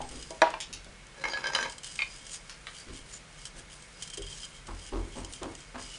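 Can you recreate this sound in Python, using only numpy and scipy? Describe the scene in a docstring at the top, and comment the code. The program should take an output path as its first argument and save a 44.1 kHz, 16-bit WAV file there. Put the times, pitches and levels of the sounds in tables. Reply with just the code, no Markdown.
"""In a workshop a wax tin is set down and rocks on a wooden bench, wooden parts jolt, squeak and clack,
and a waxy cloth rubs a chair spindle in short scratchy strokes with catches and thin squeaks.
Tin and wood are struck modes or resonators; cloth is random slips through resonances.
Around them: fan-like hiss with humming bands (shaped noise), sharp taps far and near (noise bursts)
and dull thuds, like clothing or gear being bumped (filtered grit over a low boom)."""
import sys
import numpy as np
from scipy import signal
from scipy.fft import rfft, irfft, next_fast_len
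from scipy.io import wavfile
from scipy.ndimage import uniform_filter1d

SR = 44100
rng = np.random.default_rng(int(sys.argv[2]) if len(sys.argv) > 2 else 0)


def wrap_up_sound(samples):
    """Save the sound to the file named by the first command line argument, as 16-bit audio."""
    columns = np.atleast_2d(samples).T
    # keep every value between -1 and 1, then stretch to whole-number steps
    tamed = np.clip(columns, -1, 1)
    steps = np.round(tamed * 32767).astype(np.int16)
    wavfile.write(sys.argv[1], SR, steps)


N = 263762
TIME_S = np.arange(N) / SR
RING_S = TIME_S[:SR // 2]  # time axis of one event

# Hiss spectrum. Each row: frequency in Hz, relative density in dB per Hz.
HISS_SPECTRUM = [(12, -36), (22, -2.5), (39, 7), (55, 0), (86, -16.5), (140, -3.5), (249, -16), (380, -16),
                 (480, -11.5), (736, -16.5), (1440, -13.5), (2200, -14.5), (3940, -19.5), (8540, -24),
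                 (10500, -27.5), (13000, -105)]
# Humming bands. Each row: centre in Hz, width in Hz, level in dB.
HUM_BANDS = [(2197, 27, -65.5), (138.7, 53, -61.5)]
# Room decay. Each row: frequency in Hz, t60 in seconds.
ROOM_DECAY = [(100, 0.58), (700, 0.34), (2000, 0.22), (5000, 0.22), (10000, 0.11)]
# Dull thuds. Each row: start in seconds, scuff level in dB, brightness in Hz, decay in seconds,
# hollow ring in Hz, ring level in dB, low boom level in dB.
THUD_EVENTS = [(0.0, -42, 800, 0.034, 803, -41.5, -53), (0.09, -44, 547, 0.082, 157, -56.5, -63),
               (0.69, -50, 457, 0.029, 300, -57, -49), (0.86, -51.5, 660, .02, 600, -56.5, -55.5),
               (2.865, -44, 470, 0.043, 293, -54, -51), (3.54, -52.5, 710, 0.051, 200, -60, -68),
               (4.172, -54, 520, 0.029, 405, -44, -40), (4.671, -44.5, 1330, 0.044, 292, -48, -37),
               (4.917, -38, 1140, 0.05, 339, -38, -30), (5.149, -41.5, 900, 0.057, 244, -48, -37),
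               (5.411, -38, 1130, 0.042, 317, -41, -46.5), (5.738, -41, 1620, 0.041, 254, -49, -58)]
# Thud contact spectrum. Each row: frequency in Hz, gain in dB.
THUD_SPECTRUM = [(50, 6.5), (100, -2), (170, -9.5), (250, 0), (340, -2), (480, -3), (700, -3), (1000, 1.5),
                 (2000, -1), (5000, 5)]
# Sharp taps, the first ones far, the last two near at the spindle. Each row: start in seconds,
# level in dB, lowest Hz, highest Hz, room level against the tap in dB.
TAP_EVENTS = [(0.6032, -33.5, 2830, 7700, 4.5), (0.7284, -37.5, 2700, 6700, 5.5),
              (0.8454, -48, 3000, 8000, -3), (2.4959, -39, 1300, 8300, 1.5),
              (2.6695, -34.5, 1100, 2740, -2)]
# Clacks: the tin rocking on the bench (first three rows), then wooden parts.
# Each row: start in seconds, level in dB, main ring in Hz, ring time factor.
CLACK_EVENTS = [(0.539, -29.5, 1016, 0.7), (0.5395, -34.5, 2690, .4), (0.583, -49, 1026, .5),
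                (1.9901, -25, 2434, 0.59), (2.003, -30.5, 2425, 0.55), (2.0193, -22.5, 2398, 1),
                (2.0262, -31.5, 2406, 1.3)]
# Modes of a clack. Each row: multiple of the main ring, level in dB, t60 in seconds before the factor.
CLACK_MODES = [(1, 1, 0.025), (.89, -12.5, 0.12), (1.27, -15.5, 0.038), (1.54, -12, 0.028),
               (1.88, -9, .016), (3.0, -20.5, .012)]
# Jolts of shifted wood. Each row: start in seconds, level in dB, brightness in Hz,
# main ring in Hz, ring t60 in seconds.
JOLT_EVENTS = [(1.239, -30, 2300, 2145, 0.18), (1.253, -28.5, 1590, 2236, 0.061),
               (1.3338, -28.5, 4020, 1675, 0.27), (1.372, -34.5, 2440, 2220, 0.033),
               (1.4403, -31, 3500, 1580, 0.15), (1.457, -30, 2206, 1655, 0.046),
               (1.4693, -29.5, 4900, 4940, 0.037), (1.534, -33, 5000, 1640, 0.047),
               (1.5495, -22, 6500, 3010, 0.033), (1.56, -29, 3040, 1570, 0.049),
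               (1.588, -30, 3000, 1570, 0.096), (1.627, -30, 6750, 1605, 0.091),
               (1.6548, -34, 2200, 920, .04)]
# Resonances of the shifted wood. Each row: centre in Hz, width in Hz, gain in dB.
WOOD_PEAKS = [(554, 81, -6.5), (916, 84, -3), (1250, 270, -11), (1587, 16, -1.5), (1673, 57, 2),
              (2190, 120, -3), (2530, 130, -14), (3103, 79, 0), (3914, 55, -3), (4066, 61, -1.5),
              (4980, 92, 1), (5400, 58, -8), (5780, 110, -6.5), (6370, 68, -2), (6900, 96, -5),
              (7240, 56, -18), (8800, 59, -5.5), (9100, 200, -17)]
# Tin nudged, landing and rocking. Each row: start in seconds, level in dB, brightness in Hz,
# ring time factor, rattle gain in dB.
TIN_CONTACTS = [(0.003, -35, 900, 0.3, -18), (0.3064, -36.5, 615, 2, 5), (0.418, -11.5, 6440, 1.02, -7.5),
                (0.4242, -17, 900, 1, -20), (0.4302, -18, 1400, 0.8, -17), (0.468, -25.5, 1200, 0.79, -15)]
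# Modes of tin on bench. Each row: frequency in Hz, level in dB, t60 in seconds before the factor.
TIN_MODES = [(332, -8, 0.015), (373, -16.5, 0.12), (475, -21, 0.03), (649, -3.5, 0.092), (817, -8.5, 0.12),
             (958, -3, 0.094), (1093, -10, 0.048), (1160, -8, 0.091), (1456, -7, 0.046), (1666, 1.5, 0.028),
             (1722, -3.5, 0.033), (1870, -6, 0.034), (2030, -11, 0.044), (2180, -16, 0.052),
             (2480, -7, 0.02), (3070, -17, 0.026), (3710, -6, 0.017), (3710, -17, .025), (3930, -10, 0.02),
             (4630, -21.5, 0.029), (5790, -14.5, 0.039), (8140, -15, .02)]
# Strokes of the cloth. Each row: peak time in seconds, level in dB, swell in seconds, release in seconds.
STROKE_EVENTS = [(0.19, -48.5, 0.14, 0.18), (1.72, -45.5, 0.03, 0.029), (1.865, -44, 0.021, 0.14),
                 (2.14, -50.5, 0.15, 0.19), (2.344, -39.5, .05, 0.024), (2.47, -57, 0.095, 0.12),
                 (2.8, -46.5, 0.081, 0.04), (2.975, -48, .045, 0.032), (3.155, -45, 0.055, .024),
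                 (3.43, -51.5, 0.093, 0.042), (3.59, -45.5, 0.021, 0.018), (3.715, -52.5, 0.022, 0.17),
                 (4.03, -48, 0.047, 0.075), (4.33, -45, 0.092, 0.12), (4.445, -44, 0.079, 0.0092),
                 (4.563, -52, 0.048, 0.024), (4.876, -48.5, 0.12, 0.029), (4.99, -58, .04, .06),
                 (5.19, -49.5, 0.1, 0.11), (5.35, -47, 0.031, 0.051), (5.61, -52.5, 0.13, 0.063),
                 (5.799, -46, .013, 0.091), (5.95, -45, 0.08, 0.038)]
# Pressure of the cloth. Each row: time in seconds, gain of the resonances in dB.
PRESSURE = [(0, 0), (1.8, -2.5), (3.3, 0), (4.0, 1.5), (4.45, -1), (5.0, 3), (5.98, -1)]
# Resonances excited by rubbing. Each row: centre in Hz, width in Hz, gain in dB.
RUB_PEAKS = [(1660, 190, -10.5), (2938, 96, 1.5), (3168, 67, 3.5), (4930, 60, 2.5), (5500, 77, -18),
             (6380, 41, -16), (6610, 110, -10), (6840, 200, -29), (8330, 100, -3), (9290, 140, -3.5),
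             (9800, 110, -10)]
# Broad fizz of the weave. Each row: frequency in Hz, gain in dB.
WEAVE_SPECTRUM = [(300, -11), (1000, -9), (2000, -3), (4000, 3.5), (7000, 7), (9000, 4), (10500, -6)]
# Cloth catches on the wax and slips. Each row: start in seconds, level in dB, slip decay in seconds.
CATCH_EVENTS = [(0.017, -40.5, 0.0035), (0.09, -44.5, 0.0045), (0.225, -40.5, 0.0067), (0.3058, -39, 0.002),
                (0.5038, -42.5, 0.0031), (1.0682, -50, .002), (1.697, -39, 0.0035), (1.7226, -40.5, 0.0045),
                (1.7818, -40, 0.0043), (1.8334, -40.5, .005), (1.844, -36.5, 0.0063), (1.956, -41, 0.0067),
                (2.267, -41.5, .0035), (3.4536, -35, 0.0048), (3.468, -43.5, 0.01), (3.8241, -46.5, 0.003),
                (4.023, -34, .009), (4.0748, -41.5, 0.0068), (4.1006, -40, 0.0047), (4.1343, -40.5, .009),
                (4.1423, -42, 0.0063), (4.1731, -36, .007), (4.2204, -39.5, 0.0048), (4.452, -39.5, 0.0026),
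                (4.669, -45.5, 0.0072), (5.247, -37.5, 0.0022), (5.3253, -41, .003), (5.336, -37.5, 0.0035),
                (5.4316, -38, 0.0018), (5.552, -41, 0.0022), (5.8242, -41.5, 0.0034)]
# Thin dry squeaks, of sliding wood (first three rows), then of the cloth.
# Each row: start in seconds, end in seconds, start Hz, end Hz, level in dB.
SQUEAK_EVENTS = [(1.261, 1.348, 6260, 6700, -51), (1.274, 1.384, 4970, 4400, -43.5),
                 (1.6, 1.633, 5870, 6000, -43), (2.086, 2.177, 4870, 4930, -54),
                 (2.297, 2.38, 7000, 6920, -50), (2.752, 2.842, 4660, 4600, -54),
                 (3.12, 3.184, 6950, 7130, -46.5)]
# Squeaks of the judder. Each row: frequency in Hz, level in dB.
JUDDER_TONES = [(3160, -48), (4920, -54.5)]

HISS_DB = -52
BOOM_HZ, BOOM_S, BOOM_UPPER_HZ, BOOM_UPPER_DB = 42, 0.16, 85.1, -10.5  # two modes
THUD_RISE_SHARE = 0.19  # rise time as a share of the decay
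CRACK_DB, CRACK_S, CLACK_RISE_S = -7.5, 0.0086, 0.0011
JOLT_RING_DB, JOLT_DIRECT_DB = 1.5, -21.5  # ring against jolt level; bare blow against its resonances
JOLT_S, CHATTER_S, CHATTER_DB = 0.0015, 0.017, -15
PUSH_START_S, PUSH_END_S, PUSH_RISE_S, PUSH_FALL_S, PUSH_DB = 1.114, 1.71, 0.22, 0.076, -43.5
SKID_DB, SKID_S = -11, 0.033  # skid against its jolt
STROKE_SHAPE = 1.08  # 1 pointed, 2 round
FIZZ_DB, CATCH_FIZZ_DB = -11, -11.5  # gain of the weave's fizz
SNAGS_PER_S, SNAG_DB, SNAG_S = 11, 2, 0.0044  # level against the stroke
JUDDER_START_S, JUDDER_EVERY_S, JUDDER_LENGTH_S = 4.122, 0.048, 0.03
EDGE_HZ = 10850


def amp(db):
    """Decibels to gain."""
    return 10 ** (np.asarray(db) / 20)


def evened(x):
    """Scales to rms 1."""
    return x / np.sqrt(np.mean(x ** 2) + 1e-20)


def peaked(x, size=132):
    """Scales the loudest window of `size` samples (3 ms by default) to rms 1."""
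    return x / np.sqrt(uniform_filter1d(x ** 2, size, mode="constant").max() + 1e-20)


def read(points, hz):
    """Interpolates a table on a log-frequency axis."""
    f_hz, value = np.transpose(points)
    return np.interp(np.log(hz + 1), np.log(f_hz + 1), value)


def add(mix, start_s, sound):
    """Mixes a sound in at a time."""
    part = mix[max(round(start_s * SR), 0):][:len(sound)]
    part += sound[:len(part)]


def coloured(x, points):
    """Gives x a smooth spectrum."""
    size = next_fast_len(len(x), True)
    gain = amp(read(points, np.fft.rfftfreq(size, 1 / SR)))
    return irfft(rfft(x, size) * gain, size)[:len(x)]


def cut(x, hz, kind="low", order=2):
    """Butterworth low-pass or high-pass."""
    sos = signal.butter(order, min(hz, SR / 2 - 1), kind, fs=SR, output="sos")
    return signal.sosfilt(sos, x)


def resonate(x, peaks):
    """Parallel resonances of alternating sign."""
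    return sum((-1) ** k * amp(db) * signal.lfilter(*signal.iirpeak(hz, hz / width_hz, SR), x)
               for k, (hz, width_hz, db) in enumerate(peaks))


def whistle(x, hz, width_hz):
    """One resonance whose centre may glide: shift to 0 Hz, low-pass, shift back."""
    turn = np.exp(2j * np.pi * np.cumsum(hz * np.ones(len(x))) / SR)
    r = np.exp(-np.pi * width_hz / SR)
    return (turn * signal.lfilter([1 - r], [1, -r], x / turn)).real


def grains(per_s, spread_db):
    """Tiny random slips, most small and a few large."""
    size = amp(spread_db * np.minimum(rng.exponential(1, N), 4)) * rng.choice([-1, 1], N)
    return evened(size * (rng.random(N) < per_s / SR))


def clumps(depth_db, size):
    """Random swelling and fading of a contact: noise smoothed twice over `size` samples."""
    smooth = uniform_filter1d(uniform_filter1d(rng.standard_normal(N), size), size)
    return evened(amp(depth_db * evened(smooth)))


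def burst(decay_s):
    """Dying shower of micro-contacts."""
    return rng.standard_normal(len(RING_S)) * np.exp(-RING_S / decay_s)


def gripped(x, peaks, depth_db, size):
    """A moving contact damps each resonance in turn and hands its share to the others."""
    shares = np.array([clumps(depth_db, size) for peak in peaks])
    shares /= np.sqrt(np.mean(shares ** 2, axis=0))
    return sum(share * resonate(x, [peak]) for share, peak in zip(shares, peaks))


def air():
    """Steady fan-like hiss, shaped noise, with humming bands of resonated noise."""
    hum = sum(amp(db) * evened(resonate(rng.standard_normal(N), [(hz, width_hz, 0)]))
              for hz, width_hz, db in HUM_BANDS)
    return hum + amp(HISS_DB) * evened(coloured(rng.standard_normal(N), HISS_SPECTRUM))


def room(x):
    """Dense random reflections from 4 ms on, each band dying at its own speed."""
    reflections = rng.standard_normal(len(RING_S)) * (rng.random(len(RING_S)) < 0.12) * (RING_S > 0.004)
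    hz, t_s, bands = signal.stft(reflections, SR, nperseg=256)
    decay = amp(-60 * t_s / read(ROOM_DECAY, hz)[:, None])
    tail = signal.istft(bands * decay, SR, nperseg=256)[1]
    return signal.fftconvolve(x, tail / np.linalg.norm(tail))[:N]


def thuds():
    """Soft, scuffing bumps of filtered grit with a hollow ring, over a slow low boom."""
    out = np.zeros(N)
    boom_modes = np.sin(2 * np.pi * BOOM_HZ * RING_S)
    boom_modes += amp(BOOM_UPPER_DB) * np.sin(2 * np.pi * BOOM_UPPER_HZ * RING_S)
    boom = boom_modes * np.sin(np.pi * np.minimum(RING_S / BOOM_S, 1))
    for start_s, db, bright_hz, decay_s, hz, ring_db, boom_db in THUD_EVENTS:
        grit = rng.standard_normal(len(RING_S)) * (rng.random(len(RING_S)) < 1800 / SR)
        contact = coloured(grit, THUD_SPECTRUM)
        scuff = evened(cut(contact, bright_hz, order=3) + amp(-11.5) * cut(contact, 2250))
        hollow = whistle(whistle(rng.standard_normal(len(RING_S)), hz, 134), hz, 134)
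        swell = (1 - np.exp(-RING_S / (THUD_RISE_SHARE * decay_s))) ** 2 * np.exp(-RING_S / decay_s)
        thud = amp(db) * scuff * swell / swell.max()
        thud += amp(ring_db) * peaked(hollow * swell, size=900)
        add(out, start_s, thud + amp(boom_db) * boom)
    return out


def taps():
    """Band-limited ticks, far and near, each carrying its own share of the room."""
    out = np.zeros(N)
    for start_s, db, low_hz, high_hz, room_db in TAP_EVENTS:
        tick = cut(cut(burst(0.002), low_hz, "high", order=3), high_hz)
        tick = amp(db) * peaked(tick)
        add(out, start_s, tick + amp(room_db) * room(tick)[:len(tick)])
    return out


def clacks():
    """Rocking tin, then wooden parts: a few modes and a crack; a lower factor damps the ring sooner."""
    out = np.zeros(N)
    for start_s, db, hz, sustain in CLACK_EVENTS:
        ring = sum(np.sin(2 * np.pi * hz * ratio * RING_S) * amp(mode_db - 60 * RING_S / (t60_s * sustain))
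                   for ratio, mode_db, t60_s in CLACK_MODES)
        crack = cut(cut(burst(CRACK_S), 0.79 * hz), 0.5 * hz, "high")
        rise = 1 - np.exp(-RING_S / CLACK_RISE_S)
        add(out, start_s, amp(db) * peaked((ring + amp(CRACK_DB) * crack) * rise))
    return out


def sliding():
    """Strength of the wood's friction: one push, and a skid after each jolt."""
    ramp = np.minimum((TIME_S - PUSH_START_S) / PUSH_RISE_S, (PUSH_END_S - TIME_S) / PUSH_FALL_S)
    power = (amp(PUSH_DB) * np.clip(ramp, 0, 1)) ** 2
    for start_s, db, *_ in JOLT_EVENTS:
        add(power, start_s, (amp(db + SKID_DB) * np.exp(-RING_S / SKID_S)) ** 2)
    return np.sqrt(power)


def shifted_wood():
    """Wood slides and jolts over wood; each jolt favours one ring of the part that it hits."""
    friction = cut(grains(1500, 4.0) * clumps(3.2, size=300), 2060, order=1)
    ringing = gripped(friction, WOOD_PEAKS, 5.0, size=1500)
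    out = sliding() * evened(ringing + amp(-12.5) * cut(friction, 220, "high"))
    for start_s, db, bright_hz, hz, t60_s in JOLT_EVENTS:
        blow = cut(burst(JOLT_S) + amp(CHATTER_DB) * burst(CHATTER_S), bright_hz)
        direct = amp(JOLT_DIRECT_DB) * cut(blow, 810, "high")
        ring = amp(JOLT_RING_DB - 60 * RING_S / t60_s) * np.sin(2 * np.pi * hz * RING_S)
        add(out, start_s, amp(db) * (ring + peaked(resonate(blow, WOOD_PEAKS) + direct)))
    return out


def tin():
    """Each contact rings modes of the tin on the bench, with a brief rattle, under a low-pass."""
    out = np.zeros(N)
    for start_s, db, bright_hz, sustain, rattle_db in TIN_CONTACTS:
        ring = sum((-1) ** k * amp(mode_db - 60 * RING_S / (t60_s * sustain)) * np.sin(2 * np.pi * hz * RING_S)
                   for k, (hz, mode_db, t60_s) in enumerate(TIN_MODES))
        rattle = cut(burst(0.0038) + amp(-1.5) * cut(burst(0.065), 2200), 500, "high")
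        add(out, start_s, amp(db) * peaked(cut(ring + amp(rattle_db) * rattle, bright_hz, order=3)))
    return out


def judder(count):
    """The cloth sticks and squeaks at an even pace; gives rows like those of SQUEAK_EVENTS."""
    starts_s = JUDDER_START_S + JUDDER_EVERY_S * np.arange(count)
    return [(s, s + JUDDER_LENGTH_S, hz, hz, db) for s in starts_s for hz, db in JUDDER_TONES]


def squeaks():
    """Sliding wood, then rubbing cloth, squeaks in a narrow band of the friction, gliding or level."""
    out = np.zeros(N)
    for start_s, end_s, start_hz, end_hz, db in SQUEAK_EVENTS + judder(count=5):
        count = max(round((end_s - start_s) * SR), 64)
        hz = np.linspace(start_hz, end_hz, count)
        tone = whistle(whistle(rng.standard_normal(count), hz, 210), hz, 210)
        add(out, start_s, amp(db) * evened(tone) * signal.windows.tukey(count, 0.7))
    return out


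def stroking():
    """Strength of the rubbing: every stroke swells and releases by the same law."""
    power = np.zeros(N)
    for peak_s, db, swell_s, release_s in STROKE_EVENTS:
        away = np.maximum((peak_s - TIME_S) / swell_s, (TIME_S - peak_s) / release_s)
        near = away < 6
        power[near] += (amp(db) * np.exp(-abs(away[near]) ** STROKE_SHAPE)) ** 2
    return np.sqrt(power)


def scratched(slip):
    """A slip rings the rubbing resonances, with a little fizz of the weave."""
    return resonate(slip, RUB_PEAKS) + amp(CATCH_FIZZ_DB) * coloured(slip, WEAVE_SPECTRUM)


def cloth():
    """Fibres slip over waxed wood: fine grains under the stroke, sudden catches, random snags."""
    stroke = stroking()
    slips = grains(6000, 3.8) * clumps(2.0, size=160)
    pressure = amp(np.interp(TIME_S, *np.transpose(PRESSURE)))
    ringing = pressure * gripped(slips, RUB_PEAKS, 6.5, size=2400)
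    out = stroke * evened(ringing + amp(FIZZ_DB) * coloured(slips, WEAVE_SPECTRUM))
    for start_s, db, decay_s in CATCH_EVENTS:
        add(out, start_s, amp(db) * peaked(scratched(burst(decay_s))))
    snag_starts = (rng.random(N) < SNAGS_PER_S / SR) + 1e-12
    snags = signal.lfilter([1], [1, -np.exp(-1 / (SNAG_S * SR))], snag_starts)
    out += amp(SNAG_DB) * stroke * snags * evened(scratched(rng.standard_normal(N)))
    return cut(out, 10900, order=6)


def scene():
    """Sounds at the bench are nearly dry; the taps bring their own share of the room."""
    bumps, knocks = thuds(), shifted_wood() + clacks()
    can, rub = tin(), cloth() + squeaks()
    wet = room(amp(-17) * can + amp(-10.5) * knocks + amp(-12.5) * rub + amp(-11.5) * bumps)
    return (air() + wet + bumps + taps() + knocks + can + rub)[None]


def record(dry):
    """Steep linear-phase low-pass: the recorder's band limit."""
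    return signal.oaconvolve(dry, signal.firwin(301, EDGE_HZ, window=("kaiser", 7), fs=SR)[None], "same")


dry = scene()
out = record(dry)
wrap_up_sound(out)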